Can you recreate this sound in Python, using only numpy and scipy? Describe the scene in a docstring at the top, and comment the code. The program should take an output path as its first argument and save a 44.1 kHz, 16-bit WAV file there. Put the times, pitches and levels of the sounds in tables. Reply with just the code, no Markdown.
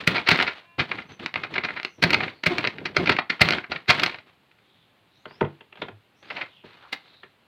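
"""Under a carport a hand tugs a sheet of paper pinched in the rubber seal of a closed car door.
From the start the sheet crackles (bursts of clicks), rustles (filtered clicks) and flaps taut (low sines);
a thin tone swells in a pause, later the paper squeaks on the rubber (sagging harmonics).
Then the latch lets go with a thunk, the handle knocks back (ringing panel and clicks), the door leaves
its seal with a soft boom and the freed sheet rustles a last time. Faint air and swishes lie around it all."""
import sys
import numpy as np
from scipy import signal
from scipy.fft import rfft, irfft
from scipy.io import wavfile

SR = 44100
rng = np.random.default_rng(int(sys.argv[2]) if len(sys.argv) > 2 else 0)


def transcribe(signal):
    """Save signal, clipped to [-1, 1], as a 16-bit WAV file at the path in sys.argv[1]."""
    frames = np.atleast_2d(signal).T
    limited = np.clip(frames, -1, 1)
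    pcm = np.round(limited * 32767).astype(np.int16)
    wavfile.write(sys.argv[1], SR, pcm)


N = 329413
TIME = np.arange(N) / SR


def undb(db):
    """Turn decibels into a plain gain."""
    return 10 ** (np.asarray(db) / 20)


def unit(x):
    """Scale to rms 1."""
    return x / np.sqrt(np.mean(x ** 2) + 1e-20)


def add(out, s, x):
    """Mix x into out from time s."""
    i = max(int(s * SR), 0)
    out[i:i + len(x)] += x[:max(N - i, 0)]


def fade(t, t60):
    """Exponential ring that starts at t = 0 and drops 60 dB in t60 seconds."""
    return (t >= 0) * np.exp(-np.log(1000) * np.maximum(t, 0) / t60)


def butter(x, order, hz, kind="low"):
    """Smooth low-pass or high-pass filter."""
    return signal.sosfilt(signal.butter(order, hz, kind, fs=SR, output="sos"), x)


def colour(x, points, size=2048):
    """Causal filter whose loudness curve runs through (frequency [Hz], level [dB]) points."""
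    hz, db = np.transpose(points)
    f = np.maximum(np.fft.rfftfreq(size, 1 / SR), 1)
    curve_db = np.interp(np.log(f), np.log(hz), db)
    # folding the cepstrum makes the filter answer at once (minimum phase)
    cepstrum = irfft(np.log(undb(curve_db)))
    cepstrum[1:size // 2] *= 2
    cepstrum[size // 2 + 1:] = 0
    response = irfft(np.exp(rfft(cepstrum)))
    return signal.fftconvolve(x, response)[:len(x)]


def resonate(x, hz, q):
    """One broad resonance with gain 1 at its centre."""
    return signal.lfilter(*signal.iirpeak(hz, max(q, .4), SR), x)


def clicks(count, rate, spread_db):
    """Random tiny clicks of uneven size, about rate of them per second."""
    unevenness = undb(spread_db * np.clip(rng.standard_normal(count), -2, 2))
    size = rng.standard_normal(count) * unevenness
    return unit(size * (rng.random(count) < rate / SR))


# tone colour of the outdoor air: (frequency [Hz], level [dB])
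AIR_COLOUR = [(18, -43.5), (30, -8.5), (48, -13), (109, 0.5), (345, -5), (584, -7.5), (866, -7.5),
              (1500, -10.5), (2830, -10), (4190, -15.5), (5590, -31), (14800, -31.5), (16000, -39)]


def outdoor_air(level_db=-63):
    """Faint outdoor air: steady random noise, shaped in colour."""
    return unit(colour(rng.standard_normal(N), AIR_COLOUR)) * undb(level_db)


# tone colour of the carport's echo: (frequency [Hz], level [dB])
ECHO_COLOUR = [(60, -22.5), (150, 0), (1000, 2), (4200, -4), (6000, -8), (15000, -1)]


def carport(x, wet_db=-9.5, t60=0.18):
    """Roof, walls and car body return a short, dense echo."""
    t = TIME[:SR // 2]
    reflections = clicks(len(t), 5000, 1.3) * fade(t, t60) * (1 - np.exp(-t / 0.00033))
    echo = colour(reflections, ECHO_COLOUR)
    echo = echo / np.sqrt(np.sum(echo ** 2))
    return x + undb(wet_db) * signal.fftconvolve(x, echo)[:N]


# a faint held tone in the pause between two tugs: (harmonic number, relative level [dB])
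TONE_HARMONICS = [(2, -70.5), (3, -61), (5, -67), (7, -64), (8, -62)]


def tone(base_hz=343, centre_s=0.717, length_s=.075, gain_db=3):
    """A thin, steady stack of harmonics swells and fades."""
    stack = sum(undb(db) * np.sin(2 * np.pi * round(k) * base_hz * TIME) for k, db in TONE_HARMONICS)
    swell = np.exp(-((TIME - centre_s) / length_s) ** 2)
    return stack * swell * undb(gain_db)


# faint swishes and scuffs, timed at their middle:
# (time [s], relative level [dB], length [s], centre [Hz], glide [Hz per s], half width [Hz])
SWISH_EVENTS = [(1.13, -62, 0.044, 6100, 0, 100), (1.94, -65.5, 0.08, 5960, -4000, 250),
                (2.362, -58.5, 0.072, 4400, 0, 195), (4.761, -62.5, 0.13, 3500, 0, 310),
                (5.172, -63, 0.075, 3900, 0, 280), (5.19, -74, 0.054, 5920, 14000, 400),
                (5.325, -59, 0.067, 4830, 9003, 200), (6.207, -70, 0.049, 5870, 9998, 400),
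                (6.311, -62, 0.066, 5050, 8997, 250), (6.317, -33, 0.0098, 762, -4, 270),
                (6.38, -36, 0.022, 825, 0, 250), (6.425, -39.5, 0.024, 716, -4, 230),
                (6.562, -54, 0.079, 3140, -5000, 400), (6.853, -50, 0.037, 1150, 0, 400),
                (7.117, -56.5, 0.14, 3880, 0, 330)]


def swishes():
    """Soft, narrow bands of hiss, some of which glide: slow noise riding on a high carrier wave."""
    out, t = np.zeros(N), TIME[:SR // 2] - .25
    for s, db, length, hz, glide, width in SWISH_EVENTS:
        hiss = unit(butter(rng.standard_normal(len(t)), 2, width))
        carrier = np.cos(2 * np.pi * (hz + glide * t / 2) * t)
        add(out, s + t[0], hiss * carrier * np.exp(-(t / length) ** 2) * undb(db))
    return out


# blows on the door:
# (time [s], relative level [dB], contact [s], relative latch clack [dB], pitch of the struck part [Hz])
DOOR_BLOWS = [(5.257, -24, 0.00096, 3.5, 1500), (5.31, -30.5, 0.0035, 2, 1020),
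              (5.4106, 0, 0.00041, -8.5, 1050), (5.449, -16, 0.00048, -5, 2500),
              (5.609, -35.5, 0.00056, 8, 3000), (5.727, -42.5, 0.00033, 17, 2660),
              (5.757, -44, 0.00033, 15, 3400), (5.774, -46, .0005, 19, 2360),
              (5.82, -16.5, 0.00035, 10.5, 3480), (5.885, -23, 0.0014, 4, 653),
              (6.639, -22.5, 0.0023, -12, 420), (7.234, -33.5, 0.0006, 12.5, 1800)]
# door panel and cavity; the heavy panel answers late:
# (frequency [Hz], relative level [dB], time to fall 60 dB [s], delay [s])
PANEL_MODES = [(99, -23.5, .15, 0.0154), (144.6, -20.5, 0.23, 0.0127), (191, -19.5, 0.06, .012),
               (333, -27, 0.31, 0), (424, -3.5, 0.016, 0.0088), (463, -13.5, 0.069, .004),
               (589, -27, 0.052, 0.01), (780, -36, 0.07, 0.009), (903, -16, 0.055, 0.0017),
               (1044, -15, 0.02, 0.0078), (1303, -19.5, 0.035, 0.0033), (1490, -18.5, 0.033, 0),
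               (1970, -19, 0.026, 0.017)]
# tone colour of the latch: (frequency [Hz], level [dB])
LATCH_COLOUR = [(100, -27), (400, 2.5), (1000, 2), (2000, 2), (3400, -2.5), (4500, -19.5), (5600, -32),
                (7000, -38.5), (15000, -66)]


def door(clack_db=-9, clack_t60=0.026, rattle_db=-19, rattle_t60=0.19, scrape_s=0.0013,
         heft=0.3, part_db=4, part_q=4, gain_db=-1):
    """Each blow rings the panel modes and rattles the latch; the cabin booms softly as the seal parts."""
    out, t = np.zeros(N), TIME[:SR // 2] - .02
    # the latch parts scrape for an instant before they strike
    scrape = (t < 0) * np.exp(-np.abs(t) / scrape_s)
    shape = scrape + fade(t, clack_t60) + undb(rattle_db) * fade(t, rattle_t60)
    for s, db, contact, latch_db, part_hz in DOOR_BLOWS:
        panel = np.zeros(len(t))
        for hz, mode_db, t60, lag in PANEL_MODES:
            # light blows hardly stir the lowest modes
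            mode_gain = undb(mode_db + heft * db * (hz < 260))
            panel += mode_gain * np.sin(2 * np.pi * hz * (t - lag)) * fade(t - lag, t60)
        # a longer contact softens the blow
        push = np.exp(-TIME[:400] / (contact / 4))
        body = np.convolve(panel, push / push.sum())[:len(t)]
        clack = colour(clicks(len(t), 12000, 1.4) * shape, LATCH_COLOUR) * undb(clack_db + latch_db)
        clack = clack + undb(part_db) * resonate(clack, part_hz, part_q)
        add(out, s + t[0], (body + clack) * undb(db + gain_db))
    boom = np.sin(2 * np.pi * 105 * TIME) * np.exp(-((TIME - 5.945) / 0.037) ** 2)
    return out + undb(-45.5) * boom


# paper sticking and slipping on rubber, timed at the middle:
# (time [s], level of the lowest harmonic [dB], length [s], pitch at the middle [Hz])
SQUEAK_EVENTS = [(2.525, -20.5, 0.017, 349), (2.593, -24, 0.0092, 327), (3.006, -22, 0.014, 351.5)]


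def squeaks(slope_db=-9):
    """A few stick-slip cycles on the seal, sagging in pitch."""
    out, t = np.zeros(N), TIME[:SR // 5] - .1
    for s, db, length, hz in SQUEAK_EVENTS:
        phase = 2 * np.pi * hz * (t - 1.1 * t ** 2)
        slips = sum(undb(slope_db * k) * np.sin((k + 1) * phase) for k in range(4))
        add(out, s + t[0], slips * np.exp(-(t / length) ** 2) * undb(db))
    return out


# the sheet jerked taut: (time [s], level [dB], pitch [Hz])
FLAP_EVENTS = [(0.075, -14.5, 165.5), (0.289, -28, 130), (.317, -14.5, 166), (0.799, -20, 150),
               (2.042, -12, 168.5), (2.467, -16, 163.4), (2.979, -23.5, 127), (3.412, -12.5, 127),
               (3.448, -18.5, 167), (3.89, -18.5, 134.2)]


def flaps(t60=0.089, second_mode_db=-11, bass_db=-6):
    """Pulled taut, the sheet thumps like a slack drum skin."""
    out, t = np.zeros(N), TIME[:SR // 3]
    for s, db, hz in FLAP_EVENTS:
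        phase = 2 * np.pi * hz * t
        skin = np.sin(phase)
        skin += undb(second_mode_db) * np.sin(1.45 * phase)
        skin += undb(bass_db) * np.sin(0.74 * phase)
        add(out, s, skin * fade(t, t60) * (1 - np.exp(-t / 0.0023)) * undb(db))
    return out


# each stroke of the hand or swing of the door slides and bends the sheet:
# (start time [s], hold [s], relative rustle level [dB], relative low flutter level [dB])
STROKE_EVENTS = [(0, 0.0067, -34, -41), (.075, 0.12, -30, -31.5), (0.286, .15, -26, -33),
                 (0.478, .11, -43, -61), (0.78, 0.039, -33, -31), (0.879, .13, -42.5, -41),
                 (1.086, .035, -47, -45.5), (1.191, 0.047, -40, -40), (1.35, 0.1, -42.5, -45),
                 (1.498, 0.11, -45, -40.5), (1.635, 0.16, -43.5, -43.5), (1.977, 0.032, -57, -43.5),
                 (2.02, .26, -33.5, -30), (2.464, .21, -33.5, -32), (2.729, 0.19, -52, -40),
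                 (2.943, .02, -41.5, -38), (2.968, .17, -34.5, -29), (3.312, 0.014, -36.5, -44.5),
                 (3.413, 0.14, -27.5, -29.5), (3.695, .08, -42.5, -43), (3.887, 0.19, -29, -35.5),
                 (4.081, 0.088, -47, -49), (4.257, 0.041, -57, -62), (5.26, 0.3, -57.5, -55),
                 (5.779, 0.091, -54, -50), (6.222, .07, -50, -56), (6.304, 0.14, -43, -52),
                 (6.639, 0.52, -50, -62)]


def effort(t, column, attack_s=0.0071, sag_db_per_s=17.5, release_db_per_s=228.5):
    """Gain of rustle (column 0) or flutter (1) at times t: strokes take hold fast, slacken, die away."""
    power = np.zeros(len(t))
    for s, hold, *db in STROKE_EVENTS:
        near = (t > s) & (t < s + 1)
        age = t[near] - s
        # the release adds to the sag once the hold is over
        fall_db = sag_db_per_s * age + release_db_per_s * np.maximum(age - hold, 0)
        power[near] += (np.minimum(age / attack_s, 1) * undb(db[column] - fall_db)) ** 2
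    return np.sqrt(power + 1e-12)


# tone colour of the rubbing fibres: (frequency [Hz], level [dB])
RUBBING_COLOUR = [(100, -20), (350, -4), (1000, 0.5), (2300, 0), (3300, -2), (4300, -6.5), (5200, -21.5),
                  (7000, -32), (15000, -49.5)]
# tone colour of the fluttering sheet: (frequency [Hz], level [dB])
FLUTTER_COLOUR = [(50, -21.5), (90, -4.5), (160, 0), (240, -2.5), (350, -1), (550, -9.5), (1000, -19),
                  (3000, -61.5)]


def handling(rustle_db=-1, flutter_db=-1, uneven_db=2.5, uneven_hz=70, wobble_db=3, wobble_hz=18):
    """Fibres rub in uneven little slips as the sheet slides, while its whole surface wobbles the air."""
    slips = unit(butter(rng.standard_normal(N), 2, uneven_hz))
    wobble = unit(butter(rng.standard_normal(N), 2, wobble_hz))
    rustle = unit(colour(clicks(N, 12000, 1.2) * undb(uneven_db * slips), RUBBING_COLOUR))
    flutter = unit(colour(clicks(N, 3000, 2.2) * undb(wobble_db * wobble), FLUTTER_COLOUR))
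    rustle = rustle * effort(TIME, 0) * undb(rustle_db)
    return rustle + flutter * effort(TIME, 1) * undb(flutter_db)


def crinkles(count=70, tugging_ends_s=4.25, above_rustle_db=3.5, spread_db=5.5,
             typical_s=0.0039, typical_crisp_db=-49):
    """Small creases give way at random, as strongly as the hand works the sheet; rows as in CREASES."""
    s = (np.arange(count) + rng.random(count)) * tugging_ends_s / count
    size, length, crisp = rng.standard_normal((count, 3)).T
    db = 20 * np.log10(effort(s, 0)) + above_rustle_db + spread_db * size
    return list(zip(s, db, typical_s * np.exp(.3 * length), typical_crisp_db + 7 * crisp))


# single creases buckling in the sheet, strong and weak, timed at the main snap:
# (time [s], relative level [dB], length [s], relative treble crispness [dB])
CREASES = [(0.0764, -9, 0.006, -21), (0.163, -18.5, 0.016, -49.5), (0.277, -19, 0.015, -44),
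           (.2894, -7.5, 0.0046, -23.5), (0.3152, -11.5, 0.013, -29.5), (0.376, -26, 0.0038, -21),
           (0.3907, -15.5, 0.003, -48), (.402, -13, 0.0044, -50), (0.412, -14, 0.0027, -49),
           (0.427, -15, .0034, -25.5), (0.48, -21.5, 0.017, -48), (0.7995, -17, 0.012, -43),
           (0.815, -31, 0.005, -44), (0.917, -17.5, 0.0043, -55), (0.987, -25, 0.0051, -63),
           (1.262, -18.5, .0028, -32), (1.342, -22, 0.0028, -40), (1.3592, -16, 0.0037, -54),
           (1.438, -22.5, 0.0052, -50), (1.4492, -27, 0.0048, -61), (1.542, -26, 0.0044, -36),
           (1.5603, -21, 0.0085, -57), (1.582, -14, 0.0037, -56), (1.639, -22, 0.0053, -50),
           (1.6504, -21, 0.0064, -41.5), (1.689, -22.5, .005, -64), (1.707, -25.5, 0.0044, -58.5),
           (1.771, -26.5, 0.012, -58), (1.8, -21, 0.0011, -51), (1.832, -27.5, 0.0026, -28),
           (1.85, -18.5, .0032, -29.5), (2.0286, -13, 0.0068, -24), (2.0392, -7.5, 0.0036, -29),
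           (2.1064, -14.5, 0.0035, -22), (2.1332, -13.5, 0.0057, -27.5), (2.1448, -8.5, 0.0039, -39),
           (2.2065, -17, 0.0045, -61), (2.235, -20, 0.0072, -54), (2.282, -24, 0.0042, -64),
           (2.438, -20, 0.0042, -29), (2.466, -11.5, 0.0072, -24.5), (2.584, -15.5, 0.003, -25),
           (2.588, -25.5, .0075, -49), (2.643, -17, 0.0031, -55.5), (2.6506, -15, 0.0043, -57),
           (2.6743, -15, 0.0034, -36), (2.785, -29, 0.0035, -54), (2.859, -20.5, 0.0061, -34.5),
           (2.9679, -10, 0.0048, -32.5), (3.0607, -22, 0.004, -42), (3.0743, -16, 0.0062, -44.5),
           (3.0963, -8, 0.0046, -45.5), (3.121, -18.5, 0.0085, -39.5), (3.167, -20, .004, -39.5),
           (3.189, -11, 0.0039, -60), (3.195, -23.5, 0.0053, -52), (3.3023, -15, 0.0057, -38.5),
           (3.3972, -28, 0.0042, -60), (3.414, -10, 0.0082, -30), (3.418, -9.5, 0.0063, -18.5),
           (3.4885, -12, 0.0028, -24), (3.508, -13, 0.0028, -30), (3.5248, -18.5, 0.0075, -39),
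           (3.643, -28, 0.0057, -68.5), (3.7207, -19, 0.0048, -47), (3.7622, -22.5, 0.0044, -56),
           (3.892, -16.5, 0.012, -29), (3.904, -9, .012, -27), (3.998, -16.5, 0.0038, -28),
           (4.021, -24.5, 0.0031, -34), (4.0357, -10.5, 0.0043, -22.5), (4.063, -17, 0.0044, -34),
           (4.097, -28.5, 0.0045, -43), (4.1454, -29.5, 0.0044, -54), (4.187, -36.5, 0.0035, -48),
           (4.515, -53, 0.0064, -54), (4.589, -58, 0.008, -48), (6.307, -26, 0.0071, -55),
           (6.37, -27.5, 0.0084, -53), (6.389, -36, .016, -58), (6.416, -22.5, .0075, -54.5),
           (6.9313, -23, 0.0081, -19.5)]
# tone colour of the sheet: (frequency [Hz], level [dB])
PAPER_COLOUR = [(88, -31), (150, -8), (264, -8.5), (354, -2.5), (545, -10.5), (716, -5), (998, -9.5),
                (1390, -5), (1690, -7), (2220, -2), (3350, -12.5), (4320, -8), (7180, -32), (13700, -52),
                (16000, -45.5)]


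def crackles(gain_db=-1, ring_q=1.4, ring_db=1, snap_db=-6, crisp_db=-7, tail_db=-18, tail_t60=0.1,
             lead_share=0.63, fall_share=0.81, side_db=-3, edge_hz=6300, edge_slope=0.044,
             body_slope=0.17, body_spread_db=2, crisp_t60=0.084, count=4096):
    """Each crease gives way in an avalanche of clicks round one main snap; its patch rings briefly."""
    out, lead = np.zeros(N), .025
    t = np.arange(count) / SR - lead
    for s, db, length, treble_db in list(CREASES) + crinkles():
        # a buckling patch rings higher the crisper its snap
        patch_hz = 2220 * 2 ** (.006 * (treble_db + 40.5))
        front = np.abs(t / (lead_share * length)) ** (5 / 3)
        swell = np.exp(-np.where(t < 0, front, t / (fall_share * length)))
        burst = unit(clicks(count, 9000, 3.5) * (swell + undb(tail_db) * fade(t, tail_t60)))
        # the treble dies sooner than the rest
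        early = np.where(t < 0, 1, fade(t, crisp_t60))
        crisp = unit(butter(burst * early, 2, 7000, "high")) * undb(treble_db + crisp_db)
        # short events are nearly one single snap
        snap = np.sqrt(count) * undb(snap_db) * (0.0047 / length) ** 2.5
        burst[int((lead - .0005) * SR)] += snap * rng.choice([-1, 1])
        sheet = colour(burst, PAPER_COLOUR)
        # every patch has its own side modes, one below and one above its centre
        ratios = rng.uniform([.55, 1.15], [.9, 2.1])
        sides = sum(resonate(sheet, patch_hz * ratio, 9) for ratio in ratios)
        ring = resonate(sheet, patch_hz, ring_q)
        sheet = unit(sheet + undb(ring_db) * ring + undb(side_db) * sides)
        # strong crackles move more of the sheet and have more body; crisp ones reach higher
        body_db = body_slope * (db + 15.0) + body_spread_db * rng.standard_normal()
        sheet = sheet + butter(sheet, 1, 450) * (undb(body_db) - 1)
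        edge = min(edge_hz * 2 ** (edge_slope * (treble_db + 36.5)), SR / 3)
        sheet = butter(sheet, 3, edge)
        # longer crackles carry more energy
        add(out, s - lead, (sheet + crisp) * undb(db + gain_db) * np.sqrt(length * SR / count))
    return out


def scene():
    """Paper and door close by, over faint outdoor air."""
    echoing = carport(crackles() + flaps() + squeaks() + door())
    return (echoing + handling() + swishes() + tone() + outdoor_air())[None]


def record(dry):
    """Thin the deep bass, round the highest peaks and cut the top."""
    thin = butter(dry, 4, 58, "high")
    rounded = thin / (1 + thin ** 6) ** (1 / 6)
    top_cut = signal.ellip(8, .2, 70, 15900, fs=SR, output="sos")
    return signal.sosfilt(top_cut, rounded)


dry = scene()
out = record(dry)
transcribe(out)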